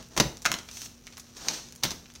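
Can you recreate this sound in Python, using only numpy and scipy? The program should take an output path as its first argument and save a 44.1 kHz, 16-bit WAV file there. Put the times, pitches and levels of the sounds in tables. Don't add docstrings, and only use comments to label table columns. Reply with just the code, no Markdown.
import sys
import numpy as np
from scipy import signal
from scipy.fft import rfft, irfft, next_fast_len
from scipy.io import wavfile
from scipy.ndimage import uniform_filter1d, map_coordinates

SR = 44100
rng = np.random.default_rng(int(sys.argv[2]) if len(sys.argv) > 2 else 0)


def pcm_store(signal):
    levels = np.round(np.clip(np.atleast_2d(signal), -1, 1) * 32767)
    wavfile.write(sys.argv[1], SR, levels.astype(np.int16).T)


N = 97020

# start in seconds, level in dB, t60
# in seconds, bright spot in Hz, # its lift in dB, bass in dB, treble in dB, flap ring against the hit in dB.
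FLAP_HITS = [(0.165, -3.5, 0.09, 6000, 1, 9.5, 1, -40), (0.1759, 3, 0.025, 4000, 3, 0.5, -1.5, -45),
             (.181, -5, 0.033, 900, 0, 13, 2, -38), (0.1995, 10.5, 0.028, 4400, 5, 4, -2, -44),
             (0.2044, 2, 0.013, 390, 16, 6, -8, -35), (0.4535, 2, 0.016, 1970, 11.5, -3.5, 0, -13.5),
             (.4599, 4.5, 0.01, 2070, -2.5, -19, -12, -15), (.464, -1.5, 0.0069, 1490, -1, -8, -11, -25),
             (0.5168, 0.5, 0.011, 6000, -2, -9.5, -2, -30), (0.5187, -6.5, .012, 1000, 15, -6, -16, -23),
             (0.5264, -10, .015, 6050, 7, -9, 0, -23), (0.54, -2.5, 0.016, 3670, 8, 1, -2.5, -30),
             (1.074, -22.5, .012, 2270, 13, -23, -23, -16), (1.485, 4, 0.0099, 4920, 9.5, -30, -4.5, -51),
             (1.827, -13.5, 0.057, 5500, 5.5, 5.5, -14, -28),
             (1.8345, 3.5, 0.022, 4180, 13, -10, 8.5, -38), (1.8381, 0, 0.02, 2420, 9.5, 1.5, 10, -26),
             (1.851, -2, 0.037, 3740, 9.5, 6, 0, -40), (1.906, -7, 0.048, 4700, 9, -4, 5, -41),
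             (1.917, -10.5, 0.013, 5800, 5, 11, 4, -22)]
# frequency in Hz, gain in dB.
CRACK_EQ = [(60, -10), (200, 4), (450, -7), (900, 1), (1600, -2), (3000, -3), (4800, -5.5), (6200, 2),
            (7800, -10), (10500, -14.5), (15500, -15.5)]
# pitch in Hz, level in dB, t60 in seconds.
FLAP_MODES = [(693, -5.5, 0.076), (1268, -6, 0.074), (1447, -3.5, 0.082), (2040, -3, 0.14),
              (2147, 5.5, 0.042), (2550, -8, 0.055), (3362, 0, 0.018)]
# start in seconds, level in dB, favoured pitch in Hz.
BOX_THUMPS = [(.003, -44.5, 70), (.168, -29.5, 193), (0.2018, -22.5, 192), (0.215, -37, 120),
              (.254, -30.5, 140), (0.498, -37, 150), (0.52, -52, 200), (1.839, -33.5, 148),
              (1.866, -36, 60), (1.926, -43, 60)]
# pitch in Hz, level in dB, t60 in seconds.
BOX_MODES = [(60, -2.5, 0.28), (77, -5, 0.083), (136, 0.5, 0.16), (149.8, -2, 0.13), (170.7, -3, 0.15),
             (215.5, 4.5, 0.09), (275, -13.5, .18), (331.4, 5.5, 0.078), (396, -1.5, 0.12),
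             (576, 8.5, 0.081), (799, 2, 0.061), (999, -1, .18)]
# start in seconds, level in dB, t60 in seconds,
# pitch in Hz, treble in dB.
PAPER_TICKS = [(0.0267, -24.5, 0.015, 2960, 8), (0.0862, -34, .012, 7000, 11), (0.292, -36, .008, 12000, 3),
               (0.3706, -19.5, 0.0055, 5460, 0), (.42, -17.5, 0.057, 7200, 0),
               (.4472, -16.5, 0.0092, 7100, -9), (0.5869, -13.5, .014, 4470, -4),
               (0.6877, -16.5, 0.022, 3009, -4), (0.7132, -17.5, 0.015, 6060, -5.5),
               (.771, -16, 0.021, 3000, 6), (.818, -14, 0.0086, 3440, 9), (.859, -18.5, 0.022, 3560, 4),
               (1.069, -18.5, 0.035, 3800, 1.5), (1.125, -26, 0.014, 4000, -6),
               (1.133, -28, 0.031, 3500, -3), (1.1693, -18.5, 0.043, 6000, -10),
               (1.178, -18.5, 0.043, 1420, 12), (1.197, -17.5, 0.024, 6000, 4),
               (1.3684, -18.5, 0.041, 6140, -4), (1.6865, -24, .014, 5000, -3),
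               (1.724, -20.5, 0.0096, 4730, 6), (1.752, -27.5, 0.0063, 9000, 0),
               (1.76, -22.5, .012, 8900, 0), (2.0578, -25, 0.023, 3050, -14),
               (2.1016, -27.5, .012, 2500, -4), (2.138, -30, 0.011, 8900, 1), (2.152, -20, 0.027, 5500, -6),
               (2.16, -22.5, 0.0087, 5000, -11)]
# frequency in Hz, gain in dB.
PAPER_EQ = [(100, -16.5), (600, 1.5), (2000, -2.5), (4500, -3.5), (6200, 2.5), (8000, -7), (15500, -12)]
# start, rise, hold and fall in seconds,
# then level, body and treble in dB.
SLIDE_STROKES = [(-.03, 0.013, 0.02, 0.045, -47.5, 7, -9.5), (0.089, 0.024, 0.036, .02, -55, 10, -2),
                 (0.65, 0.11, 0.096, 0.048, -45, -7.5, 8), (1.351, 0.016, 0.1, 0.13, -47.5, 1.5, -1.5),
                 (1.381, 0.092, 0.05, 0.039, -40.5, 5.5, 0), (1.487, 0.02, 0.061, .13, -40, -4, -2.5),
                 (1.855, 0.0074, 0.019, 0.088, -39.5, -1, -9)]
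# frequency in Hz, gain in dB.
RUB_EQ = [(100, -14), (220, -3), (420, -6), (700, -7), (1400, -8), (2200, -11.5), (3500, -7), (4400, -4),
          (5000, -7), (5900, 1.5), (6800, -5.5), (7700, -12), (9200, -13.5), (10500, -28.5), (12500, -18.5),
          (15500, -24)]
# frequency in Hz, t60 in seconds.
ROOM_DECAY = [(100, 0.48), (700, 0.43), (2000, 0.35), (5000, 0.36), (13000, 0.41)]
# frequency in Hz, gain in dB.
ROOM_EQ = [(100, 8), (1000, -0.5), (3000, -0.5), (6000, -2), (9000, -2), (15000, -2.5)]
# frequency in Hz, gain in dB.
HISS_EQ = [(25, -5), (60, 4), (95, -2.5), (170, -2.5), (285, -8.5), (480, -14), (900, -28.5), (1500, -26),
           (2700, -22.5), (3700, -34), (5900, -32), (6600, -42), (7300, -46), (10500, -33), (16000, -33)]
# pitch in Hz, level in dB.
HUM_PARTIALS = [(120, -69), (239, -60.5)]

BASS_HZ, TREBLE_HZ = 800, 7800
SPOT_WIDTH_OCT, SNAP_GRIT = 0.33, 0.9
THUMP_ATTACK_S, THUMP_FOCUS_DB, THUMP_WIDTH_OCT = 0.003, 20, 1.5
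TICK_LIFT_DB, TICK_WIDTH_OCT = 11.5, 0.94
CRINKLES_PER_S, CRINKLE_DB, CRINKLE_SPREAD_DB = 900, -59, 3
REST_AT_S, REST_WIDTH_S, REST_DIP_DB = 1.0, 0.014, 4.5
SLIDE_FADE_DB, SLIDE_BODY_HZ, SLIPS_PER_S, SLIP_SHARE = 18.5, 1480, 1700, 0.43
FLUTTER_DB, FLUTTER_PER_S = 2.5, 59.78
TAIL_DB, EARLY_DB, EARLY_T60_S, FLOOR_BOUNCE_S, TURNS_PER_S = -8.5, -7.5, 0.037, 0.004, 300
HISS_DB = -56
LOW_CUT_HZ, TOP_HZ = 31, 15850


def flap_hits():
    out, t = np.zeros(N), np.arange(SR // 4) / SR
    for start, db, t60, spot_hz, spot_db, bass_db, treble_db, ring_db in FLAP_HITS:
        colour = lambda hz: (along(CRACK_EQ, hz) + spot_db * bell(hz, spot_hz, SPOT_WIDTH_OCT)
                             + bass_db * below(hz, BASS_HZ) + treble_db * (1 - below(hz, TREBLE_HZ)))
        add(out, start, amp(db) * snap(t60, colour))
        ring = sum(amp(level - 60 * t / mode_t60) * np.sin(2 * np.pi * (hz * t + rng.random()))
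                   for hz, level, mode_t60 in FLAP_MODES)
        add(out, start, amp(db + ring_db) * ring / len(FLAP_MODES))
    return out


def box_thumps():
    out, t = np.zeros(N), np.arange(SR // 2) / SR
    attack = 1 - np.exp(-t / THUMP_ATTACK_S)
    for start, db, pitch_hz in BOX_THUMPS:
        ring = np.zeros(len(t))
        for hz, level, t60 in BOX_MODES:
            focus_db = THUMP_FOCUS_DB * (bell(hz, pitch_hz, THUMP_WIDTH_OCT) - 1)
            envelope = amp(level + focus_db + rng.normal(0, 1) - 60 * t / t60)
            ring += envelope * np.sin(2 * np.pi * hz * t + rng.normal(0, 0.41))
        add(out, start, amp(db) * ring * attack)
    return out


def wrapping_paper():
    rest = np.exp(-.5 * ((np.arange(N) / SR - REST_AT_S) / REST_WIDTH_S) ** 2)
    creases = grains(CRINKLES_PER_S, CRINKLE_SPREAD_DB)
    crinkle = unit(filtered(creases, lambda hz: amp(along(RUB_EQ, hz))))
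    out = amp(CRINKLE_DB - REST_DIP_DB * rest) * crinkle
    for start, db, t60, pitch_hz, treble_db in PAPER_TICKS:
        colour = lambda hz: (along(PAPER_EQ, hz) + TICK_LIFT_DB * bell(hz, pitch_hz, TICK_WIDTH_OCT)
                             + treble_db * (1 - below(hz, TREBLE_HZ)))
        add(out, start, amp(db) * snap(t60, colour))
    return out


def cardboard_slides():
    out, t = np.zeros(N), np.arange(N) / SR
    for start, rise, hold, fall, db, body_db, treble_db in SLIDE_STROKES:
        friction = rng.standard_normal(N) + SLIP_SHARE * unit(grains(SLIPS_PER_S, spread_db=0.5))
        colour = lambda hz: (along(RUB_EQ, hz) + body_db * below(hz, SLIDE_BODY_HZ)
                             + treble_db * (1 - below(hz, TREBLE_HZ)))
        rub = unit(filtered(friction, lambda hz: amp(colour(hz))))
        fade_in, fade_out = (start + rise - t) / rise, (t - start - rise - hold) / fall
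        fade_db = SLIDE_FADE_DB * np.maximum(0, np.maximum(fade_in, fade_out))
        out += rub * (t > start) * amp(db - fade_db + FLUTTER_DB * wobble(FLUTTER_PER_S))
    return out


def room_echo(x, sections=6):
    out, angle = np.zeros(N), wobble(TURNS_PER_S)
    for part in np.array_split(np.arange(N), sections):
        for share in (np.cos(angle[part]), np.sin(angle[part])):
            add(out, part[0] / SR, signal.fftconvolve(x[part] * share, room_response()))
    return out


def room_response():
    t = np.arange(SR // 2) / SR
    hz, frame_s, noise = signal.stft(rng.standard_normal(len(t)), SR, nperseg=256)
    decay = amp(along(ROOM_EQ, hz)[:, None] - 60 * frame_s / along(ROOM_DECAY, hz)[:, None])
    tail = signal.istft(noise * decay, SR, nperseg=256)[1][:len(t)]
    early = rng.standard_normal(len(t)) * (rng.random(len(t)) < .05) * amp(-60 * t / EARLY_T60_S)
    response = amp(TAIL_DB) * tail / np.linalg.norm(tail) + amp(EARLY_DB) * early / np.linalg.norm(early)
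    return np.pad(response, (round(FLOOR_BOUNCE_S * SR), 0))


def room_tone():
    t = np.arange(N) / SR
    hiss = amp(HISS_DB) * unit(filtered(rng.standard_normal(N), lambda hz: amp(along(HISS_EQ, hz))))
    hum = sum(amp(db) * unit(np.sin(2 * np.pi * hz * t + 0.38 * wobble(6.9))) for hz, db in HUM_PARTIALS)
    return hiss + hum


def snap(t60, colour_db, size=4096):
    t, hz = np.arange(size) / SR, np.fft.rfftfreq(size, 1 / SR)
    grit = rng.standard_normal(size) * np.exp(SNAP_GRIT * rng.standard_normal(size))
    burst = rfft(grit * amp(-60 * t / t60))
    burst /= np.sqrt(np.abs(uniform_filter1d(np.abs(burst) ** 2, size=120)) + 1e-12)
    cepstrum = irfft(np.log(unit(amp(colour_db(hz))) + 1e-6))
    cepstrum[1:size // 2] *= 2
    cepstrum[size // 2 + 1:] = 0
    return irfft(burst * np.exp(rfft(cepstrum)))[:size // 2]


def grains(per_s, spread_db):
    return (rng.random(N) < per_s / SR) * rng.choice([-1, 1], N) * amp(spread_db * rng.standard_normal(N))


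def wobble(per_s):
    return map_coordinates(rng.standard_normal(int(N * per_s / SR) + 4), [np.arange(N) * per_s / SR])


def amp(db):
    return 10 ** (np.asarray(db) / 20)


def unit(x):
    return x / np.sqrt(np.mean(x ** 2) + 1e-20)


def along(points, hz):
    knots_hz, values = np.transpose(points)
    return np.interp(np.log(hz + 1), np.log(knots_hz + 1), values)


def bell(hz, centre_hz, octaves):
    return np.exp(-.5 * (np.log2((hz + 1) / centre_hz) / octaves) ** 2)


def below(hz, edge_hz):
    return 1 / (1 + (hz / edge_hz) ** 4)


def filtered(x, gain):
    size = next_fast_len(N + SR // 2)
    return irfft(rfft(x, size) * gain(np.fft.rfftfreq(size, 1 / SR)), size)[:N]


def add(track, start_s, x):
    i = max(0, round(start_s * SR))
    track[i:i + len(x)] += x[:N - i]


def scene():
    close = flap_hits() + wrapping_paper() + cardboard_slides()
    mono = close + room_echo(close) + box_thumps() + room_tone()
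    return np.array([mono, mono])


def record(dry):
    low_cut = signal.butter(2, LOW_CUT_HZ, "highpass", fs=SR, output="sos")
    return np.array([filtered(channel, lambda hz: hz < TOP_HZ) for channel in signal.sosfilt(low_cut, dry)])


dry = scene()
out = record(dry)
pcm_store(out)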